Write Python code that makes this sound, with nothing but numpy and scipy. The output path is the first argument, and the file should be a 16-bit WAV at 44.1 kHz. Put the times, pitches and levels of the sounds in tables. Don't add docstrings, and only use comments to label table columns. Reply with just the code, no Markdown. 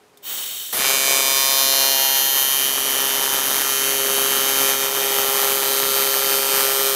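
import sys
import numpy as np
from scipy import signal
from scipy.fft import rfft, irfft
from scipy.io import wavfile
from scipy.ndimage import uniform_filter1d, map_coordinates

SR = 44100
rng = np.random.default_rng(int(sys.argv[2]) if len(sys.argv) > 2 else 0)


def store_wav(level_fs):
    pcm = np.round(np.clip(np.atleast_2d(level_fs), -1, 1) * 32767)
    wavfile.write(sys.argv[1], SR, pcm.T.astype(np.int16))


def linear_from_db(decibels):
    return 10 ** (np.asarray(decibels, float) / 20)


N = 306495
T = np.arange(N) / SR
CYCLE_HZ, FIRST_CYCLE_S, STRIKE_S = 135.145, .7008, .7265
EDGE_HZ = 15720

# (time [s], buzz level [dB], fizz level over the buzz [dB],
# hum control [about 0-1.2; the hum is weakest near 0.33])
ARC_COURSE = [(.727, -41.5, 21, .3), (.755, -36, 15.5, 0.17), (.79, -22, 3, 0.3), (.88, -18.5, -4.5, 0.092),
              (1.2, -18.5, -5.5, 0), (1.4, -17.5, -10, 0.13), (1.85, -17, -11, 0.017),
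              (2.1, -17.5, -11.5, 0.2), (2.45, -18.5, -9.5, 0.34), (2.85, -22.5, -2.5, 0.61),
              (3.62, -23, 0, 0.65), (3.75, -20.5, -7, 0.58), (4.05, -22.5, -2, 1.07),
              (4.4, -20.5, -3, 0.76), (4.7, -19, -3, 0.85), (4.78, -21.5, -6, 0.88),
              (4.85, -22, -1.5, 0.93), (4.91, -27, 2, 1.16), (5.0, -22.5, -0.5, 1.1),
              (6.6, -21, -2.5, 0.92), (6.93, -20.5, -5, 1.17)]
# (time [s], stage [0 cold - 1 oxide clearing - 2 melting - 3 pool
WELD_STAGES = [(.9, .38), (1.2, .47), (1.42, 1.09), (1.93, 1.97), (1.96, 2.37), (2.45, 2.83), (2.85, 3.44),
               (4.2, 3.96), (4.72, 4.24), (4.85, 4.29), (5.3, 4.56), (6.9, 5)]


def buzz(turns):
    hum_null, hum_slope_db, hum_least_db = 0.33, -4.5, -22.5
    cycles, count = int(turns[-1]) + 2, int(EDGE_HZ / CYCLE_HZ)
    starts = FIRST_CYCLE_S + np.arange(cycles) / CYCLE_HZ
    buzz_db, _, hum_control = curves(ARC_COURSE, starts)
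    hum = np.hypot(linear_from_db(hum_slope_db) * (hum_control - hum_null), linear_from_db(hum_least_db))
    stage = curves(WELD_STAGES, starts)[0]
    frozen = bursts(count)
    share = np.clip(1 - abs(stage[:, None] - np.arange(6)), 0, 1)
    size = order_levels(stage, count)
    mixed = share @ frozen
    roam = orders(flare(stage) * drift((cycles, 1024), size=60), count)
    nearby = uniform_filter1d(size ** 2, size=7, axis=1)
    unrest = np.clip(.12 * nearby / size ** 2, .03, .6)
    z = size * (np.sqrt(1 - unrest) * mixed / abs(mixed) + np.sqrt(unrest) * roam)
    for group, gain in ((z[:, :5], hum), (z[:, 5:], 1)):
        power = uniform_filter1d((abs(group) ** 2).sum(1), size=40)
        group *= (gain * linear_from_db(buzz_db) / np.sqrt(power))[:, None]
    shapes = irfft(np.pad(z, ((0, 0), (1, 0))), 2048) * 2048 / np.sqrt(2)
    place = [np.clip(turns, 0, None), turns % 1 * 2048]
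    return map_coordinates(shapes, place, order=1, mode="grid-wrap")


def bursts(count):
    bass_lead_ms, bass_sharpness, treble_sharpness = .35, 1.6, .65
    stages = np.arange(6)
    outline = flare(stages)
    seeds = rng.standard_normal((4, 1024))[np.minimum(stages, 3)]
    z = orders(outline * seeds, count)
    levels = order_levels(stages, count)
    rounded = uniform_filter1d(outline, size=96, mode="wrap")
    lead = round(bass_lead_ms * CYCLE_HZ * 1024 / 1000)
    lump = np.roll(rounded ** bass_sharpness, -lead, axis=1)
    bands = np.array_split(np.arange(count), [14, 40])
    swells = (lump, rounded, rounded ** treble_sharpness)
    for _ in range(12):
        for band, swell in zip(bands, swells):
            part = np.zeros((6, 513), complex)
            part[:, band + 1] = (levels * z / abs(z))[:, band]
            shape = irfft(part)
            loud = np.sqrt(uniform_filter1d(shape ** 2, size=96, mode="wrap") + 1e-20)
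            squashed = np.tanh(shape / loud)
            z[:, band] = orders(squashed * swell, count)[:, band]
    return levels * z / abs(z)


# (time in the cycle [ms], level when cold [dB], level over the pool [dB])
CYCLE_SNAPS = [(.1, -4, -4), (1., -1, -6), (2.35, -1, 0), (3., -1, -2), (3.6, -1, -2), (4.2, -4, -6),
               (5.2, -8, -10), (6.6, -11, -11)]


def flare(stage, ring_ms=.5):
    ms = np.arange(1024) / 1024 * 1000 / CYCLE_HZ
    at, cold_db, pool_db = np.transpose(CYCLE_SNAPS)
    since = (ms[:, None] - at) % (1000 / CYCLE_HZ)
    db = cold_db + (pool_db - cold_db) * np.clip(stage[:, None] / 3, 0, 1)
    return linear_from_db(db) @ np.exp(-since / ring_ms).T


# (frequency [Hz], width [Hz], top level [dB], stage of the top [may lie just outside 0-5],
# fall [dB per stage], glide [Hz per stage])
FLIP_RINGS = [(320.0, 90.0, -13.5, 4.5, 5.5, 20.0), (450.0, 150.0, -5.0, 4.5, 8.0, 10.0),
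              (620.0, 100.0, -9.5, 2.5, 5.5, 0.0), (1080.0, 190.0, -19.5, 1.4, 6.5, -20.0),
              (1280.0, 120.0, -21.0, 4.6, 7.0, 0.0), (1810.0, 500.0, -26.5, 2.0, 4.0, -40.0),
              (2360.0, 90.0, -12.5, -0.3, 3.5, 10.0), (2890.0, 120.0, -19.0, 2.6, 3.5, 30.0),
              (3110.0, 140.0, -16.5, 2.3, 3.5, 20.0), (3640.0, 320.0, -23.0, 1.2, 2.5, 40.0),
              (4130.0, 120.0, -12.5, 1.7, 10.5, 30.0), (4390.0, 1660.0, -24.0, 5.2, 22.0, 400.0),
              (4470.0, 210.0, -22.5, 1.7, 4.5, 10.0), (4990.0, 180.0, -19.5, 1.4, 5.5, 50.0),
              (5550.0, 200.0, -22.0, 1.3, 8.5, -60.0), (5890.0, 120.0, -17.5, 1.4, 3.0, 0.0),
              (6400.0, 390.0, -21.5, 2.0, 4.0, -10.0), (6810.0, 130.0, -23.0, 2.6, 5.5, 20.0),
              (7110.0, 110.0, -16.5, 1.5, 9.5, -10.0), (7970.0, 1960.0, -30.5, 0.4, 7.0, 400.0),
              (8590.0, 210.0, -19.5, 5.4, 14.0, -20.0), (9040.0, 150.0, -17.5, 2.0, 16.5, 80.0),
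              (10280.0, 170.0, -14.5, 1.5, 19.5, -100.0), (10440.0, 210.0, -19.0, 2.9, 7.5, -30.0),
              (10760.0, 100.0, -13.0, 0.4, 22.0, -110.0), (11220.0, 1680.0, -29.0, 3.0, 3.5, 390.0),
              (11800.0, 110.0, -18.0, 2.6, 5.0, 0.0), (12130.0, 140.0, -15.5, 1.6, 10.0, 130.0),
              (12560.0, 90.0, -20.0, 1.9, 8.0, 100.0), (12760.0, 140.0, -10.0, 2.6, 22.0, 30.0),
              (13010.0, 160.0, -20.5, 2.2, 7.0, 40.0), (13440.0, 1200.0, -21.0, 4.8, 22.0, 400.0),
              (13460.0, 150.0, -22.0, 2.3, 8.0, 60.0), (13880.0, 90.0, -16.0, 1.5, 9.0, -10.0),
              (14110.0, 100.0, -9.0, 2.6, 17.0, 0.0), (14580.0, 510.0, -23.5, 2.1, 7.5, 50.0),
              (15350.0, 480.0, -23.5, 1.5, 11.5, 30.0)]


def order_levels(stage, count):
    second_flip, balance = 0.23, .3
    between_db, thin_hz, dull_hz = -37, 227, 15500
    k = np.arange(1, count + 1)
    f, width, top_db, best, fall_db, glide = np.transpose(FLIP_RINGS)[:, :, None, None]
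    hz, away = CYCLE_HZ * k, stage[:, None] - best
    ring_db = top_db - fall_db * np.hypot(away, .3)
    centre = f + glide * away
    power = (linear_from_db(ring_db) ** 2 / (1 + (2 * (hz - centre) / width) ** 4)).sum(0)
    between = linear_from_db(between_db) ** 2 / (1 + (thin_hz / hz) ** 8)
    dull = 1 + (hz / dull_hz) ** 40
    comb = abs(1 + second_flip * np.exp(2j * np.pi * k * balance))
    return np.sqrt((power + between) / dull) * comb


def orders(shapes, count):
    z = rfft(shapes)[:, 1:count + 1]
    return z / np.sqrt(np.mean(abs(z) ** 2, 1, keepdims=True))


# (frequency [Hz], relative density [dB per Hz])
FIZZ_COLOUR = [(135, -8), (270, -3), (541, 0), (1081, 0), (1892, -2.5), (3108, -4), (4500, -4), (5200, -4),
               (6100, -3.5), (7400, -6.5), (10001, -2.5), (10541, 1.5), (13920, 0), (15136, -6),
               (15677, -19.5)]
# (time in the cycle [ms], relative level [dB])
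FIZZ_PUFF = [(0, -13), (.45, -3), (1.9, 0), (3.1, -2.5), (4.2, -8), (5.3, -14), (7.4, -16)]
# (stage [0-5], gain over 9.5 kHz [dB], further gain over 12.8 kHz [dB])
FIZZ_SIZZLE = [(.4, 0.5, -2), (1.5, 3.5, -6), (2.5, -0.5, 6), (3.6, 1.5, 0), (4.3, -2, 2.5), (4.6, 0.5, 3),
               (5, -1.5, 4.5)]


def fizz(turns):
    sparks_per_s = 1400
    hollow_hz, sink_hz_per_stage, lowest_hz = 10900, 1600, 8900
    hollow_share, hollow_depth = .86, .35
    (buzz_db, over_db, hum_control), stage = curves(ARC_COURSE, T), curves(WELD_STAGES, T)[0]
    locked = np.clip((T - .765) / 0.055, 0, 1)

    ms, db = np.transpose(FIZZ_PUFF)
    puff = evened(linear_from_db(np.interp(turns % 1 * 1000 / CYCLE_HZ, ms, db))) ** locked
    cycle_db = .8 * np.clip(rng.standard_normal(int(turns[-1]) + 2), -2, 2)
    puff *= linear_from_db(cycle_db)[np.maximum(turns, 0).astype(int)]

    strength = np.minimum(abs(rng.standard_normal(N)), 2)
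    strength = strength * linear_from_db(2.1 * np.minimum(rng.exponential(1, N), 2.5))
    sparks = -strength * (rng.random(N) < sparks_per_s / SR)
    dull = coloured(sparks - sparks.mean(), lambda hz: hz / (hz + 350) / (1 + (hz / 3500) ** 4))
    spark_share = 0.28 - 0.01 * hum_control
    grains = spark_share * locked * evened(dull * np.sqrt(puff))
    raw = (rng.standard_normal(N) + grains) * puff
    sound = coloured(raw, lambda hz: linear_from_db(read(FIZZ_COLOUR, hz)[0]))
    top = coloured(sound, lambda hz: 1 / (1 + (9500 / (hz + 1)) ** 12))
    tip = coloured(sound, lambda hz: 1 / (1 + (12800 / (hz + 1)) ** 16))

    def upper_hz(t):
        return np.maximum(hollow_hz - sink_hz_per_stage * curves(WELD_STAGES, t)[0], lowest_hz)

    hollow = above(sound, lambda t: hollow_share * upper_hz(t), steepness=20)
    hollow = hollow - above(sound, upper_hz, steepness=20)
    unfilled = np.clip(3.8 - stage, 0, 1)
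    sound = sound - hollow_depth * locked * unfilled * hollow

    top_db, tip_db = curves(FIZZ_SIZZLE, stage)
    top_db = 2.3 * (1 - locked) + locked * top_db
    sound = sound + (linear_from_db(top_db) - 1) * top + linear_from_db(top_db) * (linear_from_db(locked * tip_db) - 1) * tip
    return linear_from_db(buzz_db + over_db) * evened(sound)


# (time [s], peak level before the arc's waver [dB])
POOL_SPITS = [(4.4994, -9), (5.832, -6), (6.0237, -9)]


def spits(width_ms=0.076):
    out = np.zeros(N)
    for s, db in POOL_SPITS:
        u = (T - s) * 1000 / width_ms
        out -= linear_from_db(db) * (1 - 0.32 * u ** 2) * np.exp(-np.minimum(u ** 2 / 4, 50))
    return out


def arc():
    turns = (T - FIRST_CYCLE_S) * CYCLE_HZ
    stage = curves(WELD_STAGES, T)[0]
    scatter_us = 1.3 + 1.1 * np.clip(stage - 1.7, 0, 1.8)
    scatter_s = scatter_us / 10 ** 6 * drift(N, size=50)
    lit = np.clip((T - STRIKE_S) / 0.00072, 0, 1)
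    waver = linear_from_db(.55 * drift(N, size=2500))
    return lit * waver * (buzz(turns + scatter_s * CYCLE_HZ) + fizz(turns) + spits())


GAS_OPENS_S = 0.22
# (frequency [Hz], relative density [dB per Hz])
JET_COLOUR = [(60, -32), (400, -19), (1600, -14.5), (2700, -11), (5000, -20), (9000, -10.5), (15900, -6)]
# (frequency [Hz], width [Hz], level over the jet noise [dB])
CUP_RINGS = [(3100, 310, 14.5), (3700, 300, 16.5), (4380, 370, 13), (5700, 920, 11), (6730, 370, 10),
             (7650, 240, 10.5), (8060, 540, 8), (9900, 500, 2), (12100, 720, 8), (15200, 900, 5)]


def gas():
    rise_s = 0.051
    whistle_hz, whistle_rise_hz_per_s = 12200, 6500
    dip_share, dip_depth = 0.86, 0.55

    def cup(hz):
        rings = sum(linear_from_db(db) ** 2 / (1 + (2 * (hz - f) / w) ** 4) for f, w, db in CUP_RINGS)
        return linear_from_db(read(JET_COLOUR, hz)[0]) * np.sqrt(1 + rings)

    def edge_hz(t):
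        return np.clip(whistle_hz + whistle_rise_hz_per_s * (t - GAS_OPENS_S), 0, EDGE_HZ)

    jet = evened(coloured(rng.standard_normal(N), cup))
    low = coloured(jet, lambda hz: 1 / (1 + (hz / 1500) ** 4))
    top = above(jet, edge_hz, steepness=30)
    dip = above(jet, lambda t: dip_share * edge_hz(t), steepness=30) - top
    jet = jet - dip_depth * dip
    opening = (1 - np.exp(-np.maximum(T - GAS_OPENS_S, 0) / rise_s)) ** 1.63
    flow = opening * surge(start_db=-22.5, fade_db_per_s=14.5, settled_db=-30.5)
    rumble = surge(start_db=9.9, fade_db_per_s=29, settled_db=-4)
    whistle = surge(start_db=4.7, fade_db_per_s=15, settled_db=1.5)
    flutter = linear_from_db(0.67 * drift(N, size=200))
    return flutter * flow * (jet + (rumble - 1) * low + (whistle - 1) * top)


def surge(start_db, fade_db_per_s, settled_db):
    return linear_from_db(np.maximum(start_db - fade_db_per_s * (T - GAS_OPENS_S), settled_db))


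# (time [s], peak level of its ring [dB])
VALVE_CLICK = [(0.173, -44)]
# (frequency [Hz], relative level [dB], time to fall 60 dB [s])
VALVE_RING = [(3600, 0, 0.021)]


def valve():
    (s, peak_db), = VALVE_CLICK
    t = np.maximum(T - s, 0)
    ring = np.zeros(N)
    for hz, db, t60 in VALVE_RING:
        ring += linear_from_db(db - 60 * np.minimum(t / t60, 3)) * np.sin(2 * np.pi * hz * t)
    bright = coloured(rng.standard_normal(N), lambda hz: 1 / (1 + (3000 / (hz + 1)) ** 6))
    crack = bright * np.exp(-t / 0.0088)
    return linear_from_db(peak_db) * (T > s) * (ring / abs(ring).max() + crack)


# (frequency [Hz], relative density [dB per Hz])
AIR_COLOUR = [(24, -56), (40, -14), (411, -11), (465, -10.5), (13000, -32.5), (15900, -42)]
# (mean frequency [Hz], middle level [dB])
FAN_WHINE = [(414.5, -63)]


def shop():
    hiss = coloured(rng.standard_normal(N), lambda hz: linear_from_db(read(AIR_COLOUR, hz)[0]))
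    air = linear_from_db(-55.5) * evened(hiss)
    (hz, db), = FAN_WHINE
    whine_hz = hz * (1 + 0.013 * drift(N, size=1500))
    whine = np.sin(2 * np.pi * np.cumsum(whine_hz) / SR)
    return air + linear_from_db(db + 2 * drift(N, size=1000)) * np.sqrt(2) * whine


def evened(x):
    return x / np.sqrt(np.mean(abs(x) ** 2) + 1e-20)


def read(points, hz):
    f, *values = np.transpose(points)
    return np.array([np.interp(np.log(hz + 1), np.log(f + 1), v) for v in values])


def curves(rows, t):
    s, *columns = np.transpose(rows)
    return [np.interp(t, s, c) for c in columns]


def coloured(x, gain):
    return irfft(rfft(x) * gain(np.fft.rfftfreq(len(x), 1 / SR)), len(x))


def drift(shape, size):
    smooth = uniform_filter1d(rng.standard_normal(shape), size, 0)
    return evened(uniform_filter1d(smooth, size, 0))


def above(x, edge_hz_of, steepness):
    hz, t, z = signal.stft(x, SR, nperseg=512)
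    passed = z / (1 + (edge_hz_of(t) / (hz[:, None] + 1)) ** steepness)
    return signal.istft(passed, SR, nperseg=512)[1][:N]


def scene():
    return np.tile(arc() + gas() + valve() + shop(), (2, 1))


def band_limit(x):
    return signal.sosfilt(signal.butter(12, 16160, fs=SR, output="sos"), x)


def record(dry):
    thin = signal.sosfilt(signal.butter(2, 105, "high", fs=SR, output="sos"), dry)
    limit = signal.firwin(1023, EDGE_HZ, window=("kaiser", 9), fs=SR)
    mix = signal.oaconvolve(thin, limit[None], "same")
    return band_limit(mix)


dry = scene()
out = record(dry)
store_wav(out)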